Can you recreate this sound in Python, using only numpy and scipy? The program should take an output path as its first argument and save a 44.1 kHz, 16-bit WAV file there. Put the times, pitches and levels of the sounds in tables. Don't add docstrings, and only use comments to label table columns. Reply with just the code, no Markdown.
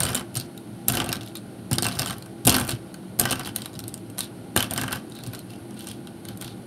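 import sys
import numpy as np
from scipy import signal
from scipy.fft import rfft, irfft
from scipy.io import wavfile

SR = 44100
rng = np.random.default_rng(int(sys.argv[2]) if len(sys.argv) > 2 else 0)


def convert_level_to_amplitude(level_db):
    exponent = np.asarray(level_db, float) / 20
    return 10 ** exponent


def to_wav(s):
    ch = np.atleast_2d(s).T
    pcm = np.round(np.clip(ch, -1, 1) * 32767)
    wavfile.write(sys.argv[1], SR, pcm.astype(np.int16))


N = 293706


def rms_one(x):
    return x / np.sqrt(np.mean(x ** 2) + 1e-20)


def at_hz(points, hz):
    table_hz, value = np.transpose(points)
    return np.interp(np.log(hz), np.log(table_hz), value)


def drift(knots_per_s):
    knots = rng.standard_normal(400)
    return np.interp(np.arange(N) / SR * knots_per_s, np.arange(400), knots)


def poles(hz, radius):
    return [1, -2 * radius * np.cos(2 * np.pi * hz / SR), radius * radius]


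def resonate(x, hz, width_hz):
    return signal.lfilter([1, 0, -1], poles(hz, np.exp(-np.pi * width_hz / SR)), x)


def samples(s):
    return np.round(s * SR).astype(int)


SNAP, CHATTER = 0.8, 0.55


def strike(at, db, modes, spread_db, contact_s, push=0, favour_hz=None, favour_db_per_octave=45, most_db=10):
    out = np.zeros(N)
    fade = np.exp(-1 / (contact_s * SR))
    luck_db = spread_db * rng.standard_normal((len(at), len(modes)))
    if favour_hz is not None:
        octaves = np.abs(np.log2(np.array(modes)[:, 0] / favour_hz[:, None]))
        luck_db -= np.minimum(favour_db_per_octave * octaves, most_db)
    luck_db -= 10 * np.log10(np.mean(convert_level_to_amplitude(2 * luck_db), axis=1, keepdims=True))
    for k, (hz, mode_db, t60_s) in enumerate(modes):
        blows = np.full(N, 1e-18)
        np.add.at(blows, at, convert_level_to_amplitude(db + mode_db + luck_db[:, k] + 2.5))
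        force = signal.lfilter([1], np.convolve([1, -fade], [1, -fade ** 2.676]), blows)
        force += 0.7 * signal.lfilter([1 - fade ** 0.23], [1, -fade ** 0.19], force)
        if push:
            force *= (1 - fade) * push ** k
        else:
            force *= CHATTER * np.sqrt(1 - fade ** 2) * rng.standard_normal(N)
            force += SNAP * (-1) ** k * blows / (1 - fade ** 4.25)
        radius = convert_level_to_amplitude(-60 / (t60_s * SR))
        out += signal.lfilter([0, np.sin(2 * np.pi * hz / SR)], poles(hz, radius), force)
    return out


# hz, relative_density_db (per Hz)
FAN_AIR = [(20, -36), (45, -41), (80, -38), (110, 1), (230, -2.5), (400, -7.5), (800, -13.5), (1000, -20.5),
           (1450, -30), (2000, -26.5), (4500, -31), (5000, -36), (6500, -40), (10000, -31), (16000, -45)]
# centre_hz, width_hz, level_db
FAN_HUM = [(115, 10.7, -46.5), (187, 9.6, -46), (212.7, 8.7, -50.5), (246, 20, -49.5), (296.7, 5.6, -52),
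           (337.8, 8.5, -48), (393, 19, -57), (637, 6.9, -62), (806, 5.5, -61), (1420, 77, -62.5),
           (3000, 210, -70)]


def fan():
    hz = np.maximum(np.arange(N // 2 + 1) * SR / N, 10)
    spectrum = rfft(rng.standard_normal(N)) * convert_level_to_amplitude(at_hz(FAN_AIR, hz))
    air = rms_one(irfft(spectrum, N))
    out = convert_level_to_amplitude(-46 + 0.21 * drift(9.5)) * air
    for centre_hz, width_hz, level_db in FAN_HUM:
        shaking = resonate(rng.standard_normal(N + SR // 2), centre_hz, width_hz)[SR // 2:]
        out += convert_level_to_amplitude(level_db) * rms_one(shaking)
    return out


# start_s, rattle_relative_db, tumble_relative_db, lasts_s
STIRS = [(0.0, -32, -31.5, 0.2), (0.14, -33, -35, 0.049), (0.347, -35.5, -41, 0.097),
         (0.875, -29, -31, 0.13), (0.97, -43.5, -33, 0.22), (1.205, -51, -59, 0.13),
         (1.713, -34, -27, 0.028), (1.817, -33.5, -31.5, 0.093), (1.914, -39.5, -40.5, 0.082),
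         (1.945, -34, -47, 0.036), (1.98, -33.5, -35.5, 0.16), (2.054, -43, -50, 0.14),
         (2.452, -40, -45, 0.024), (2.464, -32, -26, 0.17), (2.543, -29, -31.5, 0.096),
         (2.617, -41, -44, 0.055), (2.677, -31, -32.5, 0.063), (3.186, -35, -32, 0.14),
         (3.285, -41.5, -37.5, 0.13), (3.387, -45, -41, 0.051), (3.451, -32.5, -41, 0.045),
         (3.547, -41.5, -46.5, 0.14), (4.169, -38, -44.5, 0.098), (4.556, -30, -31.5, 0.1),
         (4.701, -39, -32, 0.059), (4.763, -31, -33.5, 0.036), (4.802, -37, -37, 0.067),
         (4.88, -48, -38, 0.029), (4.914, -36, -37.5, 0.078), (5.102, -53, -53, 0.098),
         (5.223, -48.5, -49, 0.11), (5.487, -48.5, -54, 0.068), (5.323, -46, -43.5, 0.051),
         (5.785, -43.5, -54, 0.12), (5.866, -38, -48, 0.084), (6.273, -54, -51, 0.072),
         (6.403, -42, -49, 0.1)]
REST_RATTLE_DB, REST_TUMBLE_DB = -62.5, -57.5
STIR_RISE_S, SETTLE_DB, AFTER_DB_PER_S = 0.0068, 12.5, 400


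def unrest():
    t = np.arange(N) / SR
    power = convert_level_to_amplitude(2 * np.array([[REST_RATTLE_DB], [REST_TUMBLE_DB]])) * np.ones(N)
    for start_s, rattle_db, tumble_db, lasts_s in STIRS:
        age_s = t - start_s
        rise = np.clip(age_s / STIR_RISE_S, 0, 1)
        loss_db = SETTLE_DB * np.clip(age_s / lasts_s, 0, 1)
        loss_db += AFTER_DB_PER_S * np.maximum(age_s - lasts_s, 0)
        level_db = np.array([[rattle_db], [tumble_db]]) - np.minimum(loss_db, 200)
        power = power + (rise * convert_level_to_amplitude(level_db)) ** 2
    return 10 * np.log10(power)


# pitch_hz, relative_db, t60_s
EDGE_MODES = [(6600, 2.5, 0.0017), (7400, -1, 0.0064), (8340, -4, 0.0064), (8540, -0.5, 0.0019),
              (9520, 0.5, 0.0041), (10210, 1.5, 0.0022), (11920, 0, 0.0045), (12870, -1.5, 0.0045),
              (15100, -7, 0.0047)]
LIMB_MODES = [(2715, -6, 0.023), (3020, -2.5, 0.018), (3300, 1, 0.0087), (3790, 1, 0.0071),
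              (4340, 1.5, 0.0044), (5020, 2.5, 0.0055), (5620, -1.5, 0.0075), (6150, 0, 0.0041)]
HOLLOW_MODES = [(795, -9.5, 0.015), (906, -0.5, 0.0071), (1070, -11.5, 0.017), (1175, -10.5, 0.03),
                (1352, -10.5, 0.03), (1512, -5, 0.018), (1654, -8, 0.011), (1820, -10, 0.0059),
                (2210, 1.5, 0.0028), (2500, -6.5, 0.0057)]
DESK_MODES = [(67, -18.5, 0.33), (100.8, -7, 0.21), (123, 1, 0.13), (158, -0.5, 0.049), (217.7, -2, 0.11),
              (258, -3.5, 0.23), (347.5, -6, 0.1), (390, -2.5, 0.017), (433, -8.5, 0.039),
              (526.3, -6, 0.07), (616, -1.5, 0.021), (705, 1, 0.041), (768, -10.5, 0.051)]


def jostle(rattle_db, tumble_db, touches_per_s=1100.0):
    at = np.flatnonzero(rng.random(N) < touches_per_s / SR)
    size_db = 4.06 * np.minimum(rng.exponential(1, N), 4)[at]
    rattle_db = rattle_db[at] + size_db
    tumble_db = tumble_db[at] + size_db
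    rattle = strike(at, rattle_db - 44.0, EDGE_MODES, spread_db=8.0, contact_s=0.0007)
    rattle += strike(at, rattle_db - 42.0, LIMB_MODES, spread_db=10.0, contact_s=0.00077)
    rattle += strike(at, tumble_db - 41.5, HOLLOW_MODES, spread_db=7.5, contact_s=0.001)
    rumble = strike(at, tumble_db - 45.0, DESK_MODES, spread_db=0.0, contact_s=0.00099)
    return rattle, rumble


# hz, t60_s
ROOM_T60 = [(200, 0.16), (1000, 0.35), (4000, 0.18), (12000, 0.13)]


def room(x, gap_s=0.0012):
    t, tail = np.arange(SR // 2) / SR, 0
    for hz in 125 * 2. ** np.arange(8):
        edges_hz = [hz / np.sqrt(2), min(hz * np.sqrt(2), .45 * SR)]
        band = signal.butter(2, edges_hz, "band", fs=SR, output="sos")
        noise = signal.sosfilt(band, rng.standard_normal(len(t)))
        tail = tail + noise * convert_level_to_amplitude(-60 * t / at_hz(ROOM_T60, hz))
    tail *= t > gap_s
    return signal.fftconvolve(x, tail / np.sqrt(np.sum(tail ** 2)))[:N]


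# start_s, deep_push_relative_db, hard_knock_relative_db, favoured_pitch_hz (knock)
THUDS = [(0.003, -11, -47, 300), (0.034, -26, -29, 353), (0.056, -19, -23, 300), (0.1516, -35, -23.5, 500),
         (0.2089, -47, -26, 500), (0.362, -16.5, -31, 350), (0.884, -22, -25.5, 298),
         (0.898, -20, -25, 300), (0.972, -43, -18, 400), (1.0911, -48, -23, 400), (1.7126, -11, -22, 300),
         (1.7811, -20, -19.5, 350), (1.8244, -36, -20, 400), (1.957, -17, -42, 300),
         (1.9961, -21, -37, 300), (2.088, -21, -51, 300), (2.453, -8, -28, 250), (2.469, -32, -12.5, 404),
         (2.476, -30, -10, 260), (2.4937, -21, -12.5, 330), (2.515, -35, -18, 240), (2.541, -24, -22, 700),
         (2.5624, -35, -22.5, 230), (2.6058, -27, -24, 250), (2.692, -31, -40, 523),
         (2.73, -16.5, -32, 250), (3.192, -19, -28, 380), (3.213, -36, -17, 400), (3.227, -36, -26, 280),
         (3.236, -18, -44, 250), (3.253, -37, -21.5, 397), (3.3154, -48, -30, 600), (3.327, -40, -25, 255),
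         (3.7578, -22.5, -43, 300), (4.563, -15, -11, 390), (4.576, -43, -19.5, 218),
         (4.7643, -32, -40, 350), (4.834, -23, -29, 400), (4.9798, -38, -31, 346), (5.269, -24, -29.5, 300),
         (6.303, -27, -32, 300), (6.439, -27, -33, 304)]


def desk():
    s, deep_db, knock_db, knock_hz = np.transpose(THUDS)
    at = samples(s)
    deep = strike(at, deep_db - 30.5, DESK_MODES[:4], spread_db=3.5, contact_s=0.00088, push=-0.91)
    knocks = strike(at, knock_db - 22.5, DESK_MODES[4:], spread_db=2, contact_s=0.00023, push=0.99,
                    favour_hz=knock_hz, favour_db_per_octave=11)
    high_pass = signal.butter(2, 170, "high", fs=SR, output="sos")
    return deep + signal.sosfilt(high_pass, knocks)


def bumps(rattle_db, tumble_db, bumps_per_s=60, above_jostle_db=2.5, spread_db=2.5):
    stirred = tumble_db > REST_TUMBLE_DB + 2.5
    at = np.flatnonzero((rng.random(N) < bumps_per_s / SR) & stirred)
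    luck = rng.standard_normal((N, 3))[at]
    limb_hz = rng.choice(np.array(LIMB_MODES)[:, 0], N)[at]
    edge_db, hollow_db = rattle_db[at], tumble_db[at]
    part_db = np.transpose([edge_db, (edge_db + hollow_db) / 2, hollow_db])
    return np.column_stack([at / SR, part_db + above_jostle_db + spread_db * luck, limb_hz])


# start_s, edge_tick_relative_db, limb_click_relative_db, hollow_knock_relative_db,
# limb_pitch_hz (the limb that rings most)
CONTACTS = [(0.0034, -4.5, -21.5, -26, 3120), (0.0331, -7, -22, -24.5, 3060), (0.043, -29, -35, -30, 5000),
            (0.0517, -13, -22, -30, 4230), (0.0648, -21, -22.5, -29, 3090), (0.075, -28, -36, -31, 5000),
            (0.0899, -20, -36, -31, 2970), (0.1034, -24, -36, -32, 3080), (0.119, -29, -35, -40, 3000),
            (0.1317, -26, -30, -27, 3680), (0.1469, -9, -23, -25.5, 3010), (0.152, -9, -24, -33, 3700),
            (0.1624, -18, -30, -34, 3200), (0.167, -23, -36, -37, 2690), (0.173, -30, -26, -37, 3030),
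            (0.1774, -24, -29, -31, 3080), (0.1948, -26, -29, -36, 3050), (0.2088, -30, -39, -30, 2750),
            (0.343, -29, -40, -54, 2980), (0.3535, -17, -25, -36, 5020), (0.3618, -20, -36, -51, 5750),
            (0.3687, -23, -28, -53, 4100), (0.3706, -12.5, -36, -48, 3980), (0.3988, -19, -27, -51, 4360),
            (0.4107, -28, -45, -52, 4060), (0.5764, -29, -36.5, -55, 3800), (0.8832, 1, -16, -28, 6000),
            (0.8984, -15, -18.5, -30, 3440), (0.9213, -13, -30, -27, 3350), (0.9374, -18, -36, -23, 5600),
            (0.9524, -11, -31, -25, 2600), (0.9705, -16, -14, -18.5, 3000), (0.984, -25, -41, -32, 3170),
            (1.0011, -22, -19, -20, 3450), (1.0174, -28, -27, -29, 3390), (1.0428, -19, -28, -39, 3060),
            (1.0607, -22, -33, -37, 3100), (1.0902, -15, -25, -31, 2800), (1.118, -29, -24.5, -27, 5270),
            (1.1275, -10.5, -19, -24, 4960), (1.1484, -31, -32, -41, 3300), (1.1556, -26, -28, -41, 3570),
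            (1.1664, -27, -31, -45, 4310), (1.2092, -37, -34, -57, 3750), (1.2151, -37, -40, -56, 3750),
            (1.2323, -31, -39, -41, 3860), (1.2617, -33, -40, -52, 5150), (1.275, -42, -35, -53, 3720),
            (1.284, -33, -52, -53, 3790), (1.3534, -23.5, -34, -32, 3850), (1.3702, -24.5, -36, -50, 3830),
            (1.7124, -14.5, -27, -28, 4990), (1.7305, -6, -21.5, -34, 4600), (1.738, -21, -23.5, -40, 3250),
            (1.75, -31, -33, -45, 3200), (1.7564, -21, -31, -43, 3230), (1.7835, -8, -14.5, -20, 4800),
            (1.8235, -11, -25, -32, 5300), (1.8302, -14, -20, -31, 4430), (1.8433, -15, -19, -43, 4320),
            (1.8474, -17, -30, -38, 4030), (1.8524, -24, -21, -19, 2690), (1.8655, -10.5, -18, -23, 2710),
            (1.885, -17, -21, -34, 2810), (1.9126, -30, -29, -38, 3220), (1.9205, -29, -34, -41, 4230),
            (1.9254, -29, -31, -40, 4440), (1.9524, -28, -33, -44, 4100), (1.9695, -32, -43, -32, 2670),
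            (1.989, -20, -24, -28, 5030), (1.9938, -9, -16.5, -24, 4930), (2.0183, -15.5, -19, -23, 5040),
            (2.0301, -28, -24, -24, 4080), (2.0477, -27, -30, -40, 3800), (2.0598, -15, -28, -25, 3300),
            (2.0718, -22, -26, -37, 2900), (2.0784, -22, -28, -42, 2970), (2.0856, -25, -42, -50, 4230),
            (2.0976, -22, -27, -30, 4120), (2.107, -20, -24.5, -24.5, 3520),
            (2.1823, -27.5, -42, -53, 4180), (2.2236, -30, -35, -45, 4440), (2.2602, -31, -41, -42, 2790),
            (2.451, -11, -24.5, -34, 4740), (2.455, -14, -33, -42, 4700), (2.4691, -4, -22, -36, 3660),
            (2.4737, 0, -10, -15, 3020), (2.4804, -11, -19, -33, 5000), (2.4943, 0.5, -12.5, -37, 5000),
            (2.502, -10, -20, -35, 3530), (2.5164, -28, -20, -32, 3110), (2.5237, -11, -17, -23, 2690),
            (2.531, -21, -27, -29, 2750), (2.5426, -8, -14, -19.5, 4330), (2.5504, -17, -35, -27, 3080),
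            (2.565, -11, -22, -21, 3430), (2.5828, -18, -30, -30, 3570), (2.598, -13, -31, -26, 4260),
            (2.6044, -26, -35, -29, 3050), (2.61, -19, -39, -28, 2920), (2.625, -26, -42, -37, 4300),
            (2.6494, -23, -44, -35, 3040), (2.6695, -25, -45, -32, 3110), (2.6773, -19, -38, -36, 3040),
            (2.692, -10.5, -24, -33, 4320), (2.7064, -16, -30, -36, 3600), (2.7136, -19.5, -26, -41, 3740),
            (2.7214, -25, -31, -41, 3770), (2.9424, -25.5, -36, -38, 4350), (3.1894, -18, -44, -46, 3300),
            (3.197, 1, -18, -28, 5000), (3.2121, -8, -19, -25, 3050), (3.2373, -30, -26, -35, 3050),
            (3.2536, -11, -17.5, -14.5, 2850), (3.2754, -32, -31, -35, 2830), (3.2887, -29, -36, -40, 3130),
            (3.2984, -22, -25, -32, 3000), (3.3088, -9, -19, -26, 3530), (3.314, -16, -17, -28, 2670),
            (3.3236, -11, -22, -27, 2770), (3.3281, -20, -19, -21, 2920), (3.3563, -24, -28, -28, 2950),
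            (3.3944, -19, -29.5, -25.5, 3570), (3.4088, -43, -32, -27, 2920), (3.4331, -35, -37, -39, 4980),
            (3.4482, -26, -27, -44, 4380), (3.4585, -31, -35, -35, 3590), (3.473, -21, -32, -28.5, 3250),
            (3.4898, -35, -37, -33, 3300), (3.561, -8.5, -21.5, -32, 4000), (3.6192, -23, -30, -43, 3940),
            (3.6577, -21, -27.5, -33, 3770), (3.7319, -36, -46, -55, 4340), (3.7399, -34, -42, -50, 3860),
            (3.7525, -36, -37, -48, 3700), (3.759, -39, -42, -55, 3300), (3.767, -44, -44, -55, 3300),
            (3.7911, -17.5, -29.5, -38, 5630), (3.8019, -29, -35, -54, 3770),
            (3.839, -31, -34.5, -42, 4240), (3.8799, -17.5, -41, -49, 5980), (3.887, -42, -41, -55, 3700),
            (3.8914, -37, -44, -54, 4550), (3.9407, -18, -33, -44, 5000), (3.9767, -31, -43, -49, 3530),
            (4.0999, -31, -44, -48, 2760), (4.1822, -16, -27.5, -30, 3670), (4.1901, -10.5, -40, -52, 3900),
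            (4.206, -13, -19, -39, 3830), (4.2303, -23, -51, -55, 3220), (4.2433, -29, -47, -55, 3800),
            (4.563, -3, -15.5, -13.5, 2950), (4.5743, -4.5, -14, -22, 3360), (4.5927, -22, -28, -27, 2940),
            (4.6046, -13.5, -17.5, -24, 2880), (4.6259, -14, -21, -24, 3300),
            (4.642, -23, -25.5, -31, 2740), (4.7007, -38, -38, -39, 3110), (4.7096, -15, -32, -37, 3260),
            (4.7361, -11, -30, -43, 3240), (4.7613, -23, -28.5, -30, 3600), (4.777, -12, -20, -25, 2830),
            (4.7933, -32, -30, -43, 2770), (4.8135, -14, -23, -28, 3150), (4.835, -19.5, -28, -25, 3010),
            (4.8398, -36, -32, -27, 2690), (4.879, -24, -27, -28, 3060), (4.909, -25, -35, -28, 3030),
            (4.9204, -27, -27, -33, 4460), (4.9272, -14, -22, -24, 2650), (4.9576, -24.5, -30, -30, 3080),
            (4.9704, -37, -38, -44, 3120), (5.0983, -35, -51, -54, 3060), (5.121, -35, -41, -55, 3810),
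            (5.1527, -30, -49, -46, 3800), (5.1678, -37, -45, -48, 3730), (5.188, -31, -41, -38, 3870),
            (5.2364, -26, -35, -42, 4080), (5.264, -27, -36.5, -55, 4180), (5.272, -25, -52, -46, 3810),
            (5.3341, -27, -39, -33, 3780), (5.3484, -26, -33, -54, 4270), (5.3543, -30, -44, -53, 3000),
            (5.3912, -26.5, -36, -54, 3960), (5.5044, -36, -39, -52, 2620), (5.5353, -40, -39, -53, 2800),
            (5.559, -42, -44, -55, 5600), (5.7076, -37, -43, -46, 6140), (5.7423, -40, -52, -55, 2720),
            (5.7673, -38, -47, -48, 2750), (5.775, -42, -44, -48, 3000), (5.7914, -30, -52, -45, 3820),
            (5.8066, -30, -35, -49, 3170), (5.822, -38, -44, -54, 3700), (5.8431, -32, -44, -48, 3300),
            (5.8704, -22, -32, -36, 5570), (5.8864, -27, -45, -48, 3410), (5.9135, -25, -33, -42, 3270),
            (6.0716, -33.5, -36.5, -40, 3700), (6.2518, -27.5, -45, -38, 3760),
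            (6.286, -24, -30, -38, 3300), (6.3734, -26.5, -47, -48, 3940), (6.412, -19.5, -32, -41, 3780),
            (6.4227, -22, -36, -31.5, 2990), (6.4451, -28, -41, -47, 3650),
            (6.4779, -32.5, -33.5, -50, 3770)]


def contacts(rattle_db, tumble_db):
    rows = np.vstack([CONTACTS, bumps(rattle_db, tumble_db)])
    s, edge_db, limb_db, hollow_db, limb_hz = rows.T
    at = samples(s)
    clicks = strike(at, edge_db - 34.0, EDGE_MODES, spread_db=4.5, contact_s=0.00086)
    clicks += strike(at, limb_db - 30, LIMB_MODES, spread_db=2.0, contact_s=0.0011, favour_hz=limb_hz)
    clicks += strike(at, hollow_db - 32.5, HOLLOW_MODES, spread_db=1.5, contact_s=0.0026)
    return clicks


# start_s, relative_db, favoured_pitch_hz
PINGS = [(0.0331, -4.5, 8400), (0.9374, -24, 7400), (0.9705, -20, 7300), (1.0008, -14, 7300),
         (1.0902, -25, 7450), (1.8233, -13, 8400), (1.994, -18, 8400), (2.472, -6, 7350),
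         (2.4948, -12, 8560), (2.502, -6, 7450), (2.598, -19, 7500), (3.197, 1.5, 8400), (4.778, -13, 8350)]


def pings():
    s, db, hz = np.transpose(PINGS)
    return strike(samples(s), db - 30, EDGE_MODES[1:3], spread_db=4, contact_s=0.00093,
                  favour_hz=hz, favour_db_per_octave=93, most_db=20)


# start_s, end_s, level_db (before the stroke envelope), ring_hz, ring_width_hz
SLIDES = [(0.377, 0.402, -35, 4100, 700), (0.408, 0.43, -35, 4140, 500), (1.21, 1.325, -54.5, 3800, 500),
          (1.353, 1.4, -44.5, 3820, 500), (4.203, 4.268, -40, 3620, 490), (5.117, 5.15, -50, 3800, 350),
          (5.146, 5.235, -49, 3800, 400), (5.238, 5.275, -56, 4000, 500), (5.27, 5.318, -51, 3780, 500),
          (5.377, 5.446, -54, 4130, 600), (5.762, 5.86, -54, 3430, 1200), (5.877, 5.95, -50, 2900, 1500),
          (5.49, 5.56, -63, 3600, 900), (6.245, 6.36, -55, 3700, 600), (6.42, 6.553, -51, 3720, 500)]


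def slides(grains_per_s=1800.0):
    out, t = np.zeros(N), np.arange(N) / SR
    grains = (rng.random(N) < grains_per_s / SR) * rng.standard_normal(N)
    grains = grains * convert_level_to_amplitude(1.8 * drift(50.0))
    for start_s, end_s, level_db, ring_hz, width_hz in SLIDES:
        stroke_s = [start_s, start_s + 0.0049, end_s - .03, end_s]
        stroke = np.interp(t, stroke_s, [0.0042, 0.96, 0.57, 0.0017])
        out += convert_level_to_amplitude(level_db) * stroke * rms_one(resonate(grains, ring_hz, width_hz))
    return out


# start_s, relative_db
BOX_KNOCKS = [(4.563, -13), (4.7825, -19.5), (4.791, -35), (4.819, -25.5), (4.836, -21), (4.885, -24),
              (4.914, -29), (4.9325, -27), (4.9536, -32)]
# pitch_hz, relative_db, t60_s
BOX_MODES = [(1610, -1.5, 0.011), (1396, -9, 0.0067)]


def box():
    s, db = np.transpose(BOX_KNOCKS)
    return strike(samples(s), db - 23, BOX_MODES, spread_db=1.5, contact_s=0.0018)


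def scene():
    stirred = unrest()
    clicks, thuds = contacts(*stirred), desk()
    rattle, rumble = jostle(*stirred)
    air = clicks + rattle + slides() + box() + pings()
    echo = convert_level_to_amplitude(-12.5) * room(air + 0.14 * thuds)
    return (air + echo + thuds + rumble + fan())[None]


# centre_hz, width_hz, boost_db
PORT = [(4060, 290, 0.5), (4350, 780, 4), (4820, 550, -1.5), (7540, 670, -4), (8940, 670, 10),
        (9820, 820, -3.5), (11060, 680, 10.5)]


def port(x):
    for hz, width_hz, boost_db in PORT:
        radius = np.exp(-np.pi * width_hz / SR)
        band = (1 - radius * radius) / 2 * resonate(x, hz, width_hz)
        x = x + (convert_level_to_amplitude(boost_db) - 1) * band
    return x


def low_pass(x):
    return signal.sosfilt(signal.butter(12, 17000, fs=SR, output="sos"), x)


def record(dry):
    x = signal.sosfilt(signal.butter(3, 50, "high", fs=SR, output="sos"), dry)
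    x = 1.3 * np.tanh(port(x) / 1.3)
    x = signal.sosfilt(signal.cheby2(20, 60, 16150, fs=SR, output="sos"), x)
    return low_pass(x)


dry = scene()
out = record(dry)
to_wav(out)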